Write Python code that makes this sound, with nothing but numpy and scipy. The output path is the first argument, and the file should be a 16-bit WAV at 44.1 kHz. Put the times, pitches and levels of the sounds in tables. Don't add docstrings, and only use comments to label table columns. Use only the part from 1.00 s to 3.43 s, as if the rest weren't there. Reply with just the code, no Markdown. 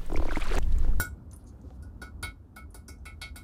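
import sys
import numpy as np
from scipy import signal
from scipy.io import wavfile
from scipy.ndimage import uniform_filter1d

SR = 44100
rng = np.random.default_rng(int(sys.argv[2]) if len(sys.argv) > 2 else 0)


def transcribe(u):
    v = np.clip(np.atleast_2d(u).T, -1, 1)
    q = np.round(v * 32767).astype(np.int16)
    wavfile.write(sys.argv[1], SR, q)


def convert_level_to_amplitude(level_db):
    exponent = np.asarray(level_db, float) / 20
    return 10 ** exponent


N = 107383

# freq_hz, density_db_per_hz
RUMBLE_SPECTRUM = [(30, -16.5), (53, 6), (70, -3.5), (86, -4), (125, -18), (250, -16), (420, -30),
                   (1480, -42)]
HISS_SPECTRUM = [(1500, 7.5), (2000, -3.5), (2700, -6.5), (8000, -11), (14500, -11), (15900, -18)]
# time_s, level_db
RUMBLE_COURSE = [(0.0, -41), (0.3, -46), (0.74, -45), (1.24, -45), (1.41, -50.5), (1.6, -48), (2.28, -48),
                 (2.43, -45.5)]
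# time_s, level_db
SLEEVE_STIR = [(0.0, -76), (0.34, -79), (0.5, -76), (1.52, -81), (1.88, -80.5), (2.17, -78.5),
               (2.43, -80.5)]

# start_s, deep_db, main_db, upper_db, knock_db
ROCK_TAPS = [
    (-.003, -42.5, -24, -47.5, -42.5),
    (0.826, -71, -56.5, -104, -70),
    (1.017, -46, -40, -55, -49.5),
    (1.229, -43, -36.5, -40, -45),
    (1.563, -46.5, -48, -52.5, -55.5),
    (1.745, -61, -56, -68, -58),
    (1.882, -60, -54, -57.5, -63),
    (2.056, -49.5, -50, -47.5, -56.5),
    (2.214, -49.5, -45, -42, -51),
    (2.359, -57, -50.5, -54.5, -56),
]
# start_s, side_db, halo_db, thump_db, crack_db
ROCK_FLANKS = [
    (-.003, -59, -27.5, -41, -62.5),
    (1.0166, -64, -58, -48.5, -53),
    (1.2271, -50, -43, -45.5, -38.5),
    (1.561, -63.5, -57, -62, -60),
    (1.743, -74.5, -57.5, -52, -56),
    (1.883, -65, -54, -50, -54),
    (2.054, -51.5, -52, -64, -50),
    (2.2144, -49, -44, -59, -55.5),
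    (2.356, -60, -52, -77, -70),
]
# start_s, fine_db, shaft_db, middle_db, top_db
TOOL_CLINKS = [
    (-.003, -48.5, -37.5, -34, -25),
    (0.826, -81.5, -88, -67, -80),
    (1.017, -57, -61, -48, -52),
    (1.228, -43, -72, -37.5, -43.5),
    (1.561, -62.5, -82, -49, -52),
    (1.743, -72, -81, -46.5, -52),
    (1.882, -69, -64, -50, -52),
    (2.057, -58, -62, -49.5, -59),
    (2.214, -44.5, -71, -45.5, -67),
    (2.358, -56.5, -56.5, -50, -48.5),
]
# start_s, level_db, centre_hz, width_hz, bright_db
GRIT_BURSTS = [(-.003, -44, 5320, 3280, -34.5), (0.823, -71.5, 5300, 1500, -63),
               (1.015, -56.5, 4800, 2060, -57.5), (1.228, -47, 4130, 1930, -45.5),
               (1.56, -62, 4390, 2430, -54), (1.705, -84, 6740, 2520, -78),
               (1.742, -61.5, 4850, 2280, -50.5), (1.88, -55, 5820, 1700, -51),
               (1.983, -84.5, 6150, 870, -89), (2.054, -58, 3950, 2700, -54),
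               (2.214, -45.5, 4090, 1870, -47.5), (2.358, -57, 4400, 2690, -48)]
# start_s, level_db
BENCH_THUDS = [
    (.0, -32.5),
    (1.02, -47),
    (1.23, -33.5),
    (2.219, -46),
]
# start_s, level_db, pitch_hz, t60_s
SINGLE_MODES = [(.0, -44, 3157, .09), (.0, -42, 560, .05), (.008, -48, 4650, .04), (.075, -65, 2196, 0.28),
                (.637, -43.5, 278, 0.15), (.637, -47.5, 489, 0.075), (.648, -49, 374, 0.12),
                (.655, -52, 520, 0.074), (.826, -58, 1456, .03), (1.707, -68, 9911, 0.14),
                (1.984, -65, 6050, .04), (2.36, -56, 817, .06), (2.057, -58, 980, .05),
                (1.563, -57, 1050, .04), (.704, -48.5, 512, 0.067), (.705, -51.5, 753, 0.088),
                (.7045, -51, 1200, 0.022), (1.017, -49, 880, .05), (1.229, -44, 748, 0.074),
                (1.229, -55, 905, .05), (1.563, -49.5, 746, 0.085), (1.563, -53.5, 872, 0.055),
                (1.744, -49.5, 880, 0.068), (1.745, -54.5, 722, 0.098), (1.882, -49, 4920, 0.1),
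                (1.883, -54, 5502, 0.12), (1.883, -64, 6137, .08), (2.057, -52, 785, 0.065),
                (2.215, -51, 755, .09), (2.215, -55, 900, 0.055)]
# start_s, level_db, centre_hz, width_hz,
# length_s
HANDLING_NOISES = [(.004, -46, 192, 120, 0.016), (0.0523, -38.5, 7800, 600, 0.002),
                   (.312, -56.5, 6700, 1500, 0.003), (.313, -70.5, 4000, 2000, 0.0054),
                   (0.363, -47, 10700, 3900, 0.0011), (0.614, -68, 6470, 3100, 0.0028),
                   (0.705, -58.5, 1800, 4040, 0.00041), (0.825, -64, 5960, 6000, .001),
                   (1.7047, -64, 9800, 2520, 0.0061), (1.939, -78.5, 5700, 500, .002),
                   (1.984, -74, 7840, 900, 0.0036),
                   (0.313, -68, 11000, 3240, 0.013), (0.315, -65, 1050, 854, 0.038),
                (0.331, -50, 9630, 500, 0.0043), (0.338, -48.5, 9520, 400, 0.003),
                (0.341, -67, 9330, 400, .016), (0.33, -60, 5460, 2500, 0.0045),
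                (.331, -68, 12400, 2500, 0.0049), (0.337, -75, 11400, 4000, .025),
                (0.365, -61, 9650, 2980, 0.0049), (.372, -85, 10100, 3500, 0.031),
                (0.382, -78.5, 4400, 2500, 0.045), (0.44, -67, 9500, 1000, 0.005),
                (0.448, -70.5, 6540, 1190, 0.054), (0.472, -60.5, 6670, 900, .002),
                (0.458, -74, 4570, 1300, 0.043), (0.463, -70.5, 9400, 1800, 0.03),
                (0.6, -77.5, 4840, 4770, 0.17), (0.733, -81.5, 10000, 4000, 0.038)]

ROCK_UPPER_HZ = [2196]
ROCK_SIDE_HZ = [2031, 2415, 2632]
ROCK_FINE_HZ = [2885, 3159, 3340, 3601, 3790, 3847, 4113, 4441, 4620, 4721, 5012, 5502]
STEEL_SHAFT_HZ = [5660, 7458]
ROCK_CRUST_HZ = [2632, 3340, 3709, 3847, 4441, 4662, 4737, 5012, 5362, 5502, 6067, 6298, 8118, 8360]
# relative_db, t60_s, swell_s
ROCK_DEEP = [(0.0057, 0.36, 0.0071)]
ROCK_MAIN = [(0.0095, 0.277, 0.0013)]
ROCK_UPPER = [(10.25, 0.23, 0.02)]
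ROCK_SIDE = [(-0.85, 0.27, .003), (-0.94, 0.27, 0.0037), (-1, 0.2, 0.0073)]
ROCK_FINE = [(-13.5, .2, 0.014), (-2, 0.18, 0.015), (-3, 0.16, 0.0069), (-8.5, 0.149, 0.0063),
             (-3.5, 0.14, .005), (0, 0.19, 0.0028), (-10.5, 0.12, .004), (-2, 0.14, 0.0023),
             (-1.5, .1, .005), (-8, 0.083, 0.0077), (-22, 0.06, 0.012), (-6, 0.072, 0.008)]
STEEL_SHAFT = [(0, 0.085, 0.004), (0, 0.18, 0.0032)]
STEEL_MIDDLE = [(0, .125, .004)]
STEEL_TOP = [(0, .115, .004)]
# split_hz, share_0_1
DEEP_TWIN = (4.3, 0.24)
MAIN_TWIN = (-14.5, 0.37)
RING_TWIN = (3.3, 0.16)
STEEL_TWIN = (100, 0.31)
TOP_TWIN = (45, .35)

ROCK_WOBBLE, STEEL_WOBBLE = 0.24, 0.45


def evened(x):
    return x / np.sqrt(np.mean(x ** 2) + 1e-20)


def smoothed_twice(x, size, axis=-1):
    return uniform_filter1d(uniform_filter1d(x, size, axis=axis), size, axis=axis)


def clock(samples):
    return np.arange(samples) / SR


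def flutter(share, shape, size):
    return 1 + share * evened(smoothed_twice(rng.standard_normal(shape), size))


def add(mix, start_s, sound):
    at = round(start_s * SR)
    sound = sound[max(-at, 0):]
    part = mix[max(at, 0):][:len(sound)]
    part += sound[:len(part)]


def band(x, centre_hz, width_hz):
    b, a = signal.iirpeak(min(centre_hz, 0.45 * SR), max(centre_hz / width_hz, 0.3), SR)
    once = signal.lfilter(b, a, x)
    return evened(signal.lfilter(b, a, once))


def grains(size):
    strength_db = 2 * np.minimum(rng.exponential(1, size), 5)
    return rng.standard_normal(size) * convert_level_to_amplitude(strength_db)


def ring(level_db, modes_hz, modes, twin, wobble, t):
    hz = np.reshape(modes_hz, (-1, 1))
    rel_db, t60_s, swell_s = np.transpose(modes)[:, :, None]
    split_hz, share = twin
    luck = rng.standard_normal((len(modes), 2))
    turn, phase = 2 * np.pi * t, np.pi * luck[:, 1:]
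    tone = np.sin(hz * turn + phase) + share * np.sin((hz + split_hz) * turn + phase)
    scatter_db = 1 * luck[:, :1] * (rel_db != rel_db.max())
    tone = tone * flutter(wobble, tone.shape, size=160)
    decay = convert_level_to_amplitude(level_db + rel_db + scatter_db - 60 * t / t60_s)
    return (decay * (1 - np.exp(-t / swell_s)) * tone).sum(0)


def gate(t, depth_db):
    close_s, soft_s = 0.095, 0.007
    return convert_level_to_amplitude(depth_db / (1 + np.exp(-(t - close_s) / soft_s)))


def room(x):
    t60_s, level_db = 0.19, -7
    echoes = np.zeros(8000)
    at = np.arange(80, 7980, 20) + rng.integers(0, 20, 395)
    echoes[at] = rng.choice([-1., 1.], len(at)) * convert_level_to_amplitude(-60 * at / SR / t60_s)
    echoes /= np.linalg.norm(echoes)
    return x + convert_level_to_amplitude(level_db) * signal.fftconvolve(x, echoes)[:len(x)]


def air(spectrum, level_db, patchy_db):
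    frames, hz = N // 512 + 6, np.fft.rfftfreq(2048, 1 / SR)
    real, imag, patches = rng.standard_normal((frames, 1025, 3)).T
    patches = smoothed_twice(patches, 6, axis=0)
    patches = evened(uniform_filter1d(patches, 1, axis=1))
    f, density_db = np.transpose(spectrum)
    shape_db = np.interp(np.log(hz + 1), np.log(f + 1), density_db, left=-90, right=-90)
    bins = (real + 1j * imag) * convert_level_to_amplitude(shape_db[:, None] + patchy_db * patches)
    noise = signal.istft(bins, nperseg=2048, noverlap=1536)[1][:N]
    return convert_level_to_amplitude(level_db) * evened(noise)


def course(points):
    time_s, level_db = np.transpose(points)
    return convert_level_to_amplitude(np.interp(clock(N), time_s, level_db - level_db.mean()))


def tap(start_s, deep_db, main_db, upper_db, knock_db):
    t = clock(11000)
    knock_hz, width_hz, t60_s, push_t60_s, rise_s = 768, 620, 0.2, 0.039, 0.0019
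    knock = band(rng.standard_normal(len(t)), knock_hz, width_hz) * flutter(0.064, len(t), size=99)
    push = sum(np.sin(2 * np.pi * knock_hz * k * t) for k in (0.82, 1.02, 1.2))
    push = push * convert_level_to_amplitude(-60 * t / push_t60_s)
    knock = (knock * convert_level_to_amplitude(-60 * t / t60_s) + 0.09 * push) * convert_level_to_amplitude(knock_db) * np.minimum(t / rise_s, 1)
    deep = ring(deep_db, 1315, ROCK_DEEP, DEEP_TWIN, ROCK_WOBBLE, t)
    main = ring(main_db, 1456, ROCK_MAIN, MAIN_TWIN, ROCK_WOBBLE, t)
    upper = ring(upper_db, ROCK_UPPER_HZ, ROCK_UPPER, RING_TWIN, ROCK_WOBBLE, t)
    return start_s, knock + deep + main + upper


def flank(start_s, side_db, halo_db, thump_db, crack_db):
    t = clock(11000)

    def burst(level_db, centre_hz, width_hz, t60_s, rise_s):
        noise = band(grains(len(t)), centre_hz, width_hz)
        return noise * convert_level_to_amplitude(level_db - 60 * t / t60_s) * np.minimum(t / rise_s, 1)

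    halo = burst(halo_db, 1370, 450, 0.049, 0.001)
    thump = burst(thump_db, 330, 220, 0.18, 0.004)
    crack = burst(crack_db, 8000, 9000, 0.012, 0.0003)
    side = ring(side_db, ROCK_SIDE_HZ, ROCK_SIDE, RING_TWIN, ROCK_WOBBLE, t)
    return start_s, halo + thump + crack + side


def clink(start_s, fine_db, shaft_db, middle_db, top_db):
    t = clock(11000)
    shaft = ring(shaft_db, STEEL_SHAFT_HZ, STEEL_SHAFT, STEEL_TWIN, STEEL_WOBBLE, t)
    middle = ring(middle_db, 9911, STEEL_MIDDLE, STEEL_TWIN, STEEL_WOBBLE, t)
    top = ring(top_db, 13628, STEEL_TOP, TOP_TWIN, 0.33, t)
    fine = ring(fine_db, ROCK_FINE_HZ, ROCK_FINE, RING_TWIN, 0.25, t)
    return start_s, shaft + middle + top + fine


def grit(start_s, level_db, centre_hz, width_hz, bright_db):
    t = clock(11000)
    hold_s, t60_s, pores_t60_s, pores_db = 0.011, 0.15, 0.098, 1
    bright_hold_s, bright_t60_s, rise_s = 0.006, 0.085, 0.002
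    after = np.maximum(t - hold_s, 0)
    body = band(grains(len(t)), centre_hz, width_hz) * convert_level_to_amplitude(-60 * after / t60_s)
    size, life, phase = rng.uniform(-1.6, 1, (len(ROCK_CRUST_HZ), 3)).T[:, :, None]
    crust_hz = np.reshape(ROCK_CRUST_HZ, (-1, 1))
    near = convert_level_to_amplitude(2.1 * size) / (1 + ((crust_hz - centre_hz) / (0.58 * width_hz)) ** 2)
    pores = np.sin(2 * np.pi * crust_hz * t + np.pi * phase)
    pores = pores * convert_level_to_amplitude(-60 * after / (pores_t60_s * (1 + 0.29 * life)))
    pores = (near * pores * flutter(0.45, pores.shape, size=120)).sum(0) / np.linalg.norm(near)
    bright_fade = convert_level_to_amplitude(bright_db - 60 * np.maximum(t - bright_hold_s, 0) / bright_t60_s)
    bright = band(grains(len(t)), 9600, 3600) * bright_fade
    crumble = convert_level_to_amplitude(level_db) * (body + convert_level_to_amplitude(pores_db) * pores) + bright
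    return start_s, crumble * np.minimum(t / rise_s, 1)


def thud(start_s, level_db):
    t = clock(15000)
    pitch_hz, t60_s, swell_s = 84.6, 0.25, 0.0063
    envelope = convert_level_to_amplitude(level_db - 60 * t / t60_s) * (1 - np.exp(-t / swell_s))
    return start_s, envelope * np.sin(2 * np.pi * pitch_hz * t)


def ping(start_s, level_db, pitch_hz, t60_s):
    t = clock(8000)
    swell_s = 0.0028
    envelope = convert_level_to_amplitude(level_db - 60 * t / t60_s) * (1 - np.exp(-t / swell_s))
    return start_s, envelope * np.sin(2 * np.pi * pitch_hz * t) * flutter(0.14, len(t), size=120)


def rustle(start_s, level_db, centre_hz, width_hz, length_s):
    t = clock(9000)
    t60_s = min(0.0097, 6 * length_s)
    rise_s = length_s * min(9 * length_s, 0.5) + 1e-4
    fade = convert_level_to_amplitude(level_db - 60 * np.maximum(t - length_s, 0) / t60_s)
    return start_s, band(grains(len(t)), centre_hz, width_hz) * fade * np.minimum(t / rise_s, 1)


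def scene():
    rumble = air(RUMBLE_SPECTRUM, -44, patchy_db=0.84) * course(RUMBLE_COURSE)
    hiss = air(HISS_SPECTRUM, -80.5, patchy_db=1.3) * course(SLEEVE_STIR)
    mix = rumble + hiss
    # source, events, room answer, suppression depth_db
    gated = ((tap, ROCK_TAPS, False, -14), (flank, ROCK_FLANKS, False, -14),
             (clink, TOOL_CLINKS, False, -3), (grit, GRIT_BURSTS, True, -3),
             (rustle, HANDLING_NOISES, True, -3))
    for source, events, in_room, depth_db in gated:
        for event in events:
            start_s, sound = source(*event)
            if in_room:
                sound = room(sound)
            add(mix, start_s, sound * gate(clock(len(sound)), depth_db))
    for event in BENCH_THUDS:
        add(mix, *thud(*event))
    for event in SINGLE_MODES:
        add(mix, *ping(*event))
    return mix[None]


def low_pass(x):
    return signal.sosfilt(signal.butter(12, 15900, fs=SR, output="sos"), x)


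def record(dry):
    low_cut = signal.butter(3, 38, "high", fs=SR, output="sos")
    top_cut = signal.butter(6, 15250, fs=SR, output="sos")
    mix = signal.sosfilt(np.vstack([low_cut, top_cut]), dry)
    return low_pass(mix)


dry = scene()
out = record(dry)
transcribe(out)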